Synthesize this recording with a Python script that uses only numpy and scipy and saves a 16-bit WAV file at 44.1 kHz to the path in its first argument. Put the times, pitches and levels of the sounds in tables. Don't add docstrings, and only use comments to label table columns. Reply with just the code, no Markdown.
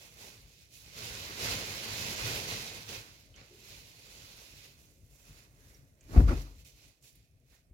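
import sys
import numpy as np
from scipy import signal
from scipy.fft import rfft, irfft, next_fast_len
from scipy.io import wavfile
from scipy.ndimage import uniform_filter1d, map_coordinates

SR = 44100
rng = np.random.default_rng(int(sys.argv[2]) if len(sys.argv) > 2 else 0)


def pcm_store(signal):
    levels = np.round(np.clip(np.atleast_2d(signal), -1, 1) * 32767)
    wavfile.write(sys.argv[1], SR, levels.astype(np.int16).T)


N = 341113

# (time [s], level [dB])
RUMBLE_LEVEL = [(0, -63), (4.5, -61.5), (6.5, -61), (7.2, -66)]
# (time [s], attack [s], hold [s], release [dB/s], effort [dB],
# extra sheen [dB], extra weight [dB])
CLOTH_BRUSHES = [(0.01, .05, 0.036, 80, -59.5, 4.5, -0.5), (0.214, 0.12, 0.032, 66, -54, 3, 0.5),
                 (0.588, 0.35, .03, 90, -65, 1, -7), (0.737, 0.051, 0.024, 60, -60, 5.5, -22),
                 (2.894, 0.032, 0.047, 122, -45.5, 0.5, 0.5), (3.087, 0.14, 0.038, 51, -61.5, -1, -3),
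                 (3.369, 0.041, 0.039, 87, -62, -6, 4.5), (4.786, .05, 0.058, 81, -76.5, 13, 5.5),
                 (5.147, 0.29, 0.12, 78, -74, 10.5, -2), (5.285, 0.21, 0.15, 167, -66, 3.5, 3),
                 (5.608, 0.18, .14, 83, -71, 6.5, 5.5), (6.161, .13, .04, 105.5, -57, 4, 4),
                 (6.284, .04, 0.034, 104, -55, -1, 7), (6.374, .05, 0.0084, 119, -57, 4, -4),
                 (6.594, 0.091, .015, 250, -66.5, 4.5, -8), (6.651, 0.0083, .025, 128, -64, 6, -9),
                 (6.817, 0.18, 0.028, 101, -65, 1.5, -3.5), (7.042, .03, 0.041, 220, -65.5, 8, -6.5),
                 (7.15, 0.014, .005, 76, -71.5, 1, -4), (7.524, 0.1, 0.023, 158.5, -70.5, 2.5, 0)]
# (time [s], effort [dB])
FIRM_EFFORT = [(0.87, -61.5), (0.93, -57), (0.98, -49), (1.06, -45.5), (1.17, -47.5), (1.36, -47),
               (1.45, -37), (1.53, -38), (1.61, -43.5), (1.82, -45), (1.92, -42.5), (2.08, -41),
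               (2.17, -42.5), (2.33, -38), (2.42, -43.5), (2.53, -41.5), (2.64, -46), (2.82, -51)]
LIGHT_EFFORT = [(3.47, -68.5), (3.61, -62), (3.72, -53), (3.84, -60), (3.98, -60.5), (4.2, -56),
                (4.54, -59), (4.66, -58), (4.74, -67), (4.86, -72), (4.97, -78.5)]
# (time [s], impulse [dB], contact time [s])
IMPACTS = [(0.43, -53, 0.0084), (1.105, -43, .005), (1.52, -38, .005), (2.215, -42, 0.0068),
           (2.353, -38, 0.011), (3.376, -56, 0.0061), (3.394, -65, 0.0025), (5.031, -49.5, 0.0046),
           (5.295, -48.5, 0.0037), (5.7, -54, .004), (6.133, -41.5, 0.002), (6.163, -23, 0.00071),
           (6.176, -4.5, 0.0054), (6.198, -24, 0.0006), (6.286, -17, 0.0051), (6.573, -44.5, 0.0058),
           (7.71, -50.5, 0.0031)]
# (frequency [Hz], level [dB], t60 [s])
FURNITURE_MODES = [(47, -11, 0.5), (59, -6.5, 0.31), (73.3, -9, 0.33), (94.2, -7.5, 0.24),
                   (140.2, -18.5, 0.77), (175, -7, 0.059), (215.6, -14.5, .2), (244, -10.5, 0.12),
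                   (280, -19.5, .16), (333, -12.5, 0.11), (376, -29, 0.17), (700, -10.5, 0.11)]
# (time [s], level [dB], centre [Hz], half-width [Hz], t60 [s])
CLOTH_BURSTS = [(.737, -56.5, 6200, 2500, 0.041), (3.342, -62, 3030, 220, .2),
                (3.361, -48, 5730, 600, .015), (3.362, -66.5, 1900, 1200, 0.55),
                (3.508, -58, 376, 70, 0.65), (5.743, -57.5, 5600, 220, 0.0597),
                (6.009, -58, 6840, 700, 0.031), (6.009, -69.5, 2400, 700, 0.12),
                (7.525, -70.5, 1810, 600, 0.31), (6.649, -61, 7050, 4020, 0.031),
                (7.026, -61, 6570, 2480, .03), (7.155, -61.5, 13000, 3530, 0.042)]
# (time [s], attack [s], hold [s], dull rub [dB], rasp [dB], shudder [dB])
LANDING_SCUFFS = [(6.138, 0.048, .012, -39, -63.5, -37), (6.165, 0.0259, .018, -31.5, -51, -34.5),
                  (6.202, .02, .005, -30, -54, -30.5), (6.283, .013, 0.016, -37.5, -49, -36.5),
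                  (6.318, .03, .012, -32.5, -47, -41.5)]

# (frequency [Hz], relative spectral density [dB])
ROOM_SPECTRUM = [(25, -14.5), (45, 6), (80, -1.5), (110, -0.5), (145, -0.5), (190, -12.5), (280, -11.5),
                 (400, -16.5), (650, -18.5), (900, -37), (1600, -32.5), (2200, -30.5), (2600, -32),
                 (3200, -40.5)]
HISS_SPECTRUM = [(500, -22), (1000, -28), (1550, -15.5), (2050, -4), (2500, -1.5), (3300, -1.5),
                 (4300, 1.1), (5500, -3), (7300, -9.5), (8300, -27), (10000, -42)]
SHEEN_SPECTRUM = [(4000, -12), (5800, 6.5), (7400, 3), (8400, -6), (10500, -0.5), (12500, 0), (15500, -0.5)]
DRAG_SPECTRUM = [(100, -22), (170, -4), (220, -2), (310, -6), (420, -2.5), (600, -5.5), (800, -7.5),
                 (1100, -8.5), (1500, -7), (2200, -7), (4000, -72)]
GRIP_SPECTRUM = [(25, -21), (45, -3.5), (65, -11), (85, 0), (108, 5.5), (150, -6.5), (230, -19.5),
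                 (400, -14.5), (1000, -65.5)]
SCUFF_SPECTRUM = [(80, -5.5), (190, 1.5), (280, 11.5), (400, -0.5), (550, -1.5), (720, -4.5), (1000, -11),
                  (1400, -13), (2400, -31), (4000, -46.5), (8000, -71.5)]
RASP_SPECTRUM = [(500, -26.5), (900, 0), (1400, -1), (2000, -5), (2600, -6), (3400, -16.5), (5000, -14),
                 (9000, -30)]

# (frequency [Hz], coherence [ratio])
PORT_COHERENCE = [(60, 0.8), (130, .97), (290, 0.88), (640, 0.84), (1400, 0.55), (3000, 0.04),
                  (15000, 0.04)]
# (frequency [Hz], left minus right [dB])
PORT_BALANCE = [(60, 3), (200, 1.5), (700, 0.7), (1300, -2.5), (2400, -7), (4400, -3), (7000, -9),
                (8500, -17.5), (11000, -14.5), (15000, -6)]
# (frequency [Hz], t60 [s])
REVERB_TIMES = [(100, 0.39), (600, 0.18), (3000, 0.93), (12000, 0.27)]
# (frequency [Hz], share acted on [ratio])
SUPPRESSOR_BAND = [(600, 0.87), (900, 0.098), (1900, 0.75), (2300, 0)]


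def amp(db):
    return 10 ** (np.asarray(db) / 20)


def unit(x):
    return x / np.sqrt(np.mean(x ** 2) + 1e-20)


def along(points, hz):
    f, v = np.transpose(points)
    return np.interp(np.log(hz + 1), np.log(f + 1), v)


def curve(points):
    return np.interp(np.arange(N) / SR, *np.transpose(points))


def wobble(rate):
    return map_coordinates(rng.standard_normal(int(N * rate / SR) + 4), [np.arange(N) * rate / SR])


def envelope(s, attack, hold, release_db_per_s):
    t = np.arange(N) / SR - s
    db = -20 * np.maximum(-t, 0) / attack - release_db_per_s * np.maximum(t - hold, 0)
    return amp(np.maximum(db, -200))


def filtered(x, response):
    m = next_fast_len(N + SR // 2)
    return irfft(rfft(x, m) * response(np.fft.rfftfreq(m, 1 / SR)), m)[..., :N]


def add(track, s, sound):
    part = track[round(s * SR):][:len(sound)]
    part += sound[:len(part)]


def noise(patchy_db):
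    z = signal.stft(rng.standard_normal((2, N)), nperseg=512)[2]
    patches = uniform_filter1d(uniform_filter1d(rng.standard_normal(z.shape[1:]), 6, 0), 10, 1)
    return unit(signal.istft(z * amp(patchy_db * unit(patches)), nperseg=512)[1][:, :N])


def spread(pair, spectrum, lead_s=0.000334, shadow_hz=550):
    def blend(hz):
        turn = np.arccos(np.clip(along(PORT_COHERENCE, hz), -1, 1)) / 2
        return amp(along(spectrum, hz)) * (hz > 20) * [np.cos(turn), np.sin(turn)]

    def lead(hz):
        delay = lead_s * hz ** 2 / (hz ** 2 + shadow_hz ** 2)
        return np.exp(np.outer([1j, -1j], np.pi * hz * delay))
    mid, side = filtered(pair, blend)
    ports = filtered(np.array([mid + side, mid - side]), lead)
    return ports / np.std(ports.mean(axis=0))


def background():
    rumble = amp(curve(RUMBLE_LEVEL) + 0.61 * wobble(11)) * spread(noise(patchy_db=2), ROOM_SPECTRUM)
    return rumble + amp(-90.5) * rng.standard_normal((2, N))


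def friction(spectrum, catches_per_s, grain_db, patchy_db):
    catches = (rng.random(N) < catches_per_s / SR) * rng.standard_normal((2, N))
    return spread(noise(patchy_db) + amp(grain_db) * unit(catches), spectrum)


def slide(points, fade_db_per_s=110):
    t = np.arange(N) / SR
    outside = np.maximum(points[0][0] - t, 0) + np.maximum(t - points[-1][0], 0)
    return curve(points) - fade_db_per_s * outside


def movements(reference_db=-50):
    # (gain, extra sheen [dB], extra weight [dB])
    strokes = [(amp(slide(FIRM_EFFORT) - 0.34 - reference_db), 0, 0),
               (amp(slide(LIGHT_EFFORT) - 0.6 - reference_db), 1.5, -3)]
    for s, attack, hold, release, db, sheen_db, weight_db in CLOTH_BRUSHES:
        strokes.append((amp(db - reference_db) * envelope(s, attack, hold, release), sheen_db, weight_db))
    power = np.zeros((3, N))
    for gain, sheen_db, weight_db in strokes:
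        power += np.outer(amp([0, sheen_db, weight_db]) ** 2, gain ** 2)
    return np.sqrt(power)


def cloth():
    effort, skim, weight = movements()
    slip = wobble(45)
    hiss = friction(HISS_SPECTRUM, catches_per_s=900, grain_db=-4.5, patchy_db=0.98)
    sheen = friction(SHEEN_SPECTRUM, catches_per_s=430, grain_db=-13.5, patchy_db=1.5)
    drag = friction(DRAG_SPECTRUM, catches_per_s=120, grain_db=-7.5, patchy_db=-1.5)
    grip = friction(GRIP_SPECTRUM, catches_per_s=39, grain_db=-16.5, patchy_db=1.1)
    threads = friction(SHEEN_SPECTRUM, catches_per_s=100, grain_db=17.5, patchy_db=3)
    hiss *= effort * amp(-51 + 0.65 * slip)
    sheen *= skim ** 0.95 * amp(-57 + 1.3 * slip)
    drag *= weight * amp(-55 + 0.44 * slip)
    grip *= weight ** 1.05 * amp(-56.5)
    threads *= skim ** 0.56 * amp(-72)
    return shelves(hiss + sheen + threads + drag) + grip


def shelves(x, echo_db=-13, count=10):
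    delays_s = rng.uniform(.001, .02, (2, count))
    gains = amp(echo_db) * rng.standard_normal((2, count)) / np.sqrt(count)
    echoes = np.zeros((2, SR // 40))
    np.put_along_axis(echoes, (delays_s * SR).astype(int), gains, 1)
    echoes[:, 0] = 1
    return signal.fftconvolve(x, echoes / np.linalg.norm(echoes[0]), axes=1)[:, :N]


def thumps():
    t = np.arange(SR) / SR
    ring = sum(amp(db - 60 * t / t60) * np.sin(2 * np.pi * hz * t) for hz, db, t60 in FURNITURE_MODES)
    force = np.zeros(N)
    for s, db, contact in IMPACTS:
        push = np.sin(np.pi * np.minimum(t / contact, 1)) ** 2
        add(force, s, amp(db) * push / push.sum())
    return signal.fftconvolve(force, ring)[:N]


def room(x, diffuse_hz=900):
    hz, t, z = signal.stft(rng.standard_normal((2, SR // 2)), SR, nperseg=256)
    z[1] *= (hz / np.hypot(hz, diffuse_hz))[:, None]
    decay = amp(-60 * t / along(REVERB_TIMES, hz)[:, None])
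    mid, side = signal.istft(z * decay, SR, nperseg=256)[1]
    tail = np.array([mid + side, mid - side])
    return signal.fftconvolve(x[None], tail / np.linalg.norm(tail[0]), axes=1)[:, :N]


def cloth_bursts():
    track, t = np.zeros(N), np.arange(SR // 4) / SR
    f = np.fft.rfftfreq(len(t), 1 / SR)
    for s, db, hz, half_width_hz, t60 in CLOTH_BURSTS:
        band = 1 / (1 + ((f - hz) / half_width_hz) ** 2)
        burst = unit(irfft(rfft(rng.standard_normal(len(t))) * band, len(t)))
        add(track, s, amp(db - 60 * t / t60) * burst)
    return track


def scuffs(release_db_per_s=750.5, linger_db=-10.5, linger_db_per_s=127.5):
    power = np.zeros((3, N))
    for s, attack, hold, dull_db, rasp_db, shudder_db in LANDING_SCUFFS:
        linger = envelope(s, attack, hold, linger_db_per_s)
        rub = np.maximum(envelope(s, attack, hold, release_db_per_s), amp(linger_db) * linger)
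        power += np.array([amp(dull_db) * rub, amp(rasp_db) * rub, amp(shudder_db) * linger]) ** 2
    dull_gain, rasp_gain, shudder_gain = np.sqrt(power)
    judder = amp(1.2 * wobble(70))
    dull = dull_gain * friction(SCUFF_SPECTRUM, catches_per_s=220, grain_db=-2, patchy_db=2.2)
    rasp = rasp_gain * friction(RASP_SPECTRUM, catches_per_s=550, grain_db=-4, patchy_db=6)
    shudder = shudder_gain * friction(GRIP_SPECTRUM, catches_per_s=34, grain_db=-14, patchy_db=2)
    return judder * (dull + rasp) + shudder


def scene():
    contacts = thumps() + cloth_bursts()
    sound = cloth() + scuffs() + contacts + amp(-11.5) * room(contacts) + background()
    return filtered(sound, lambda hz: amp(np.outer([.5, -.5], along(PORT_BALANCE, hz))))


def suppressor(x, threshold_db=-68, slope=0.45, limit_db=-0.5, window_s=0.027):
    band = filtered(x, lambda hz: np.clip(along(SUPPRESSOR_BAND, hz), 0, 1))
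    power = np.abs(uniform_filter1d(np.mean(band ** 2, axis=0), int(window_s * SR)))
    under_db = np.minimum(10 * np.log10(power + 1e-20) - threshold_db, 0)
    return x + band * (amp(np.maximum(slope * under_db, limit_db)) - 1)


def record(dry, port_hz=2520, width_hz=260, port_db=-8, top_hz=15900):
    def response(hz):
        damping = 1j * hz * width_hz
        port = 1 + amp(port_db) * damping / (port_hz ** 2 - hz ** 2 + damping)
        bass_loss = amp(along([(20, -13), (30, -11), (40, -0.5)], hz))
        return port * bass_loss * (hz < top_hz)
    low_cut = signal.butter(N=2, Wn=28, btype="highpass", fs=SR, output="sos")
    return filtered(signal.sosfilt(low_cut, suppressor(dry)), response)


dry = scene()
out = record(dry)
pcm_store(out)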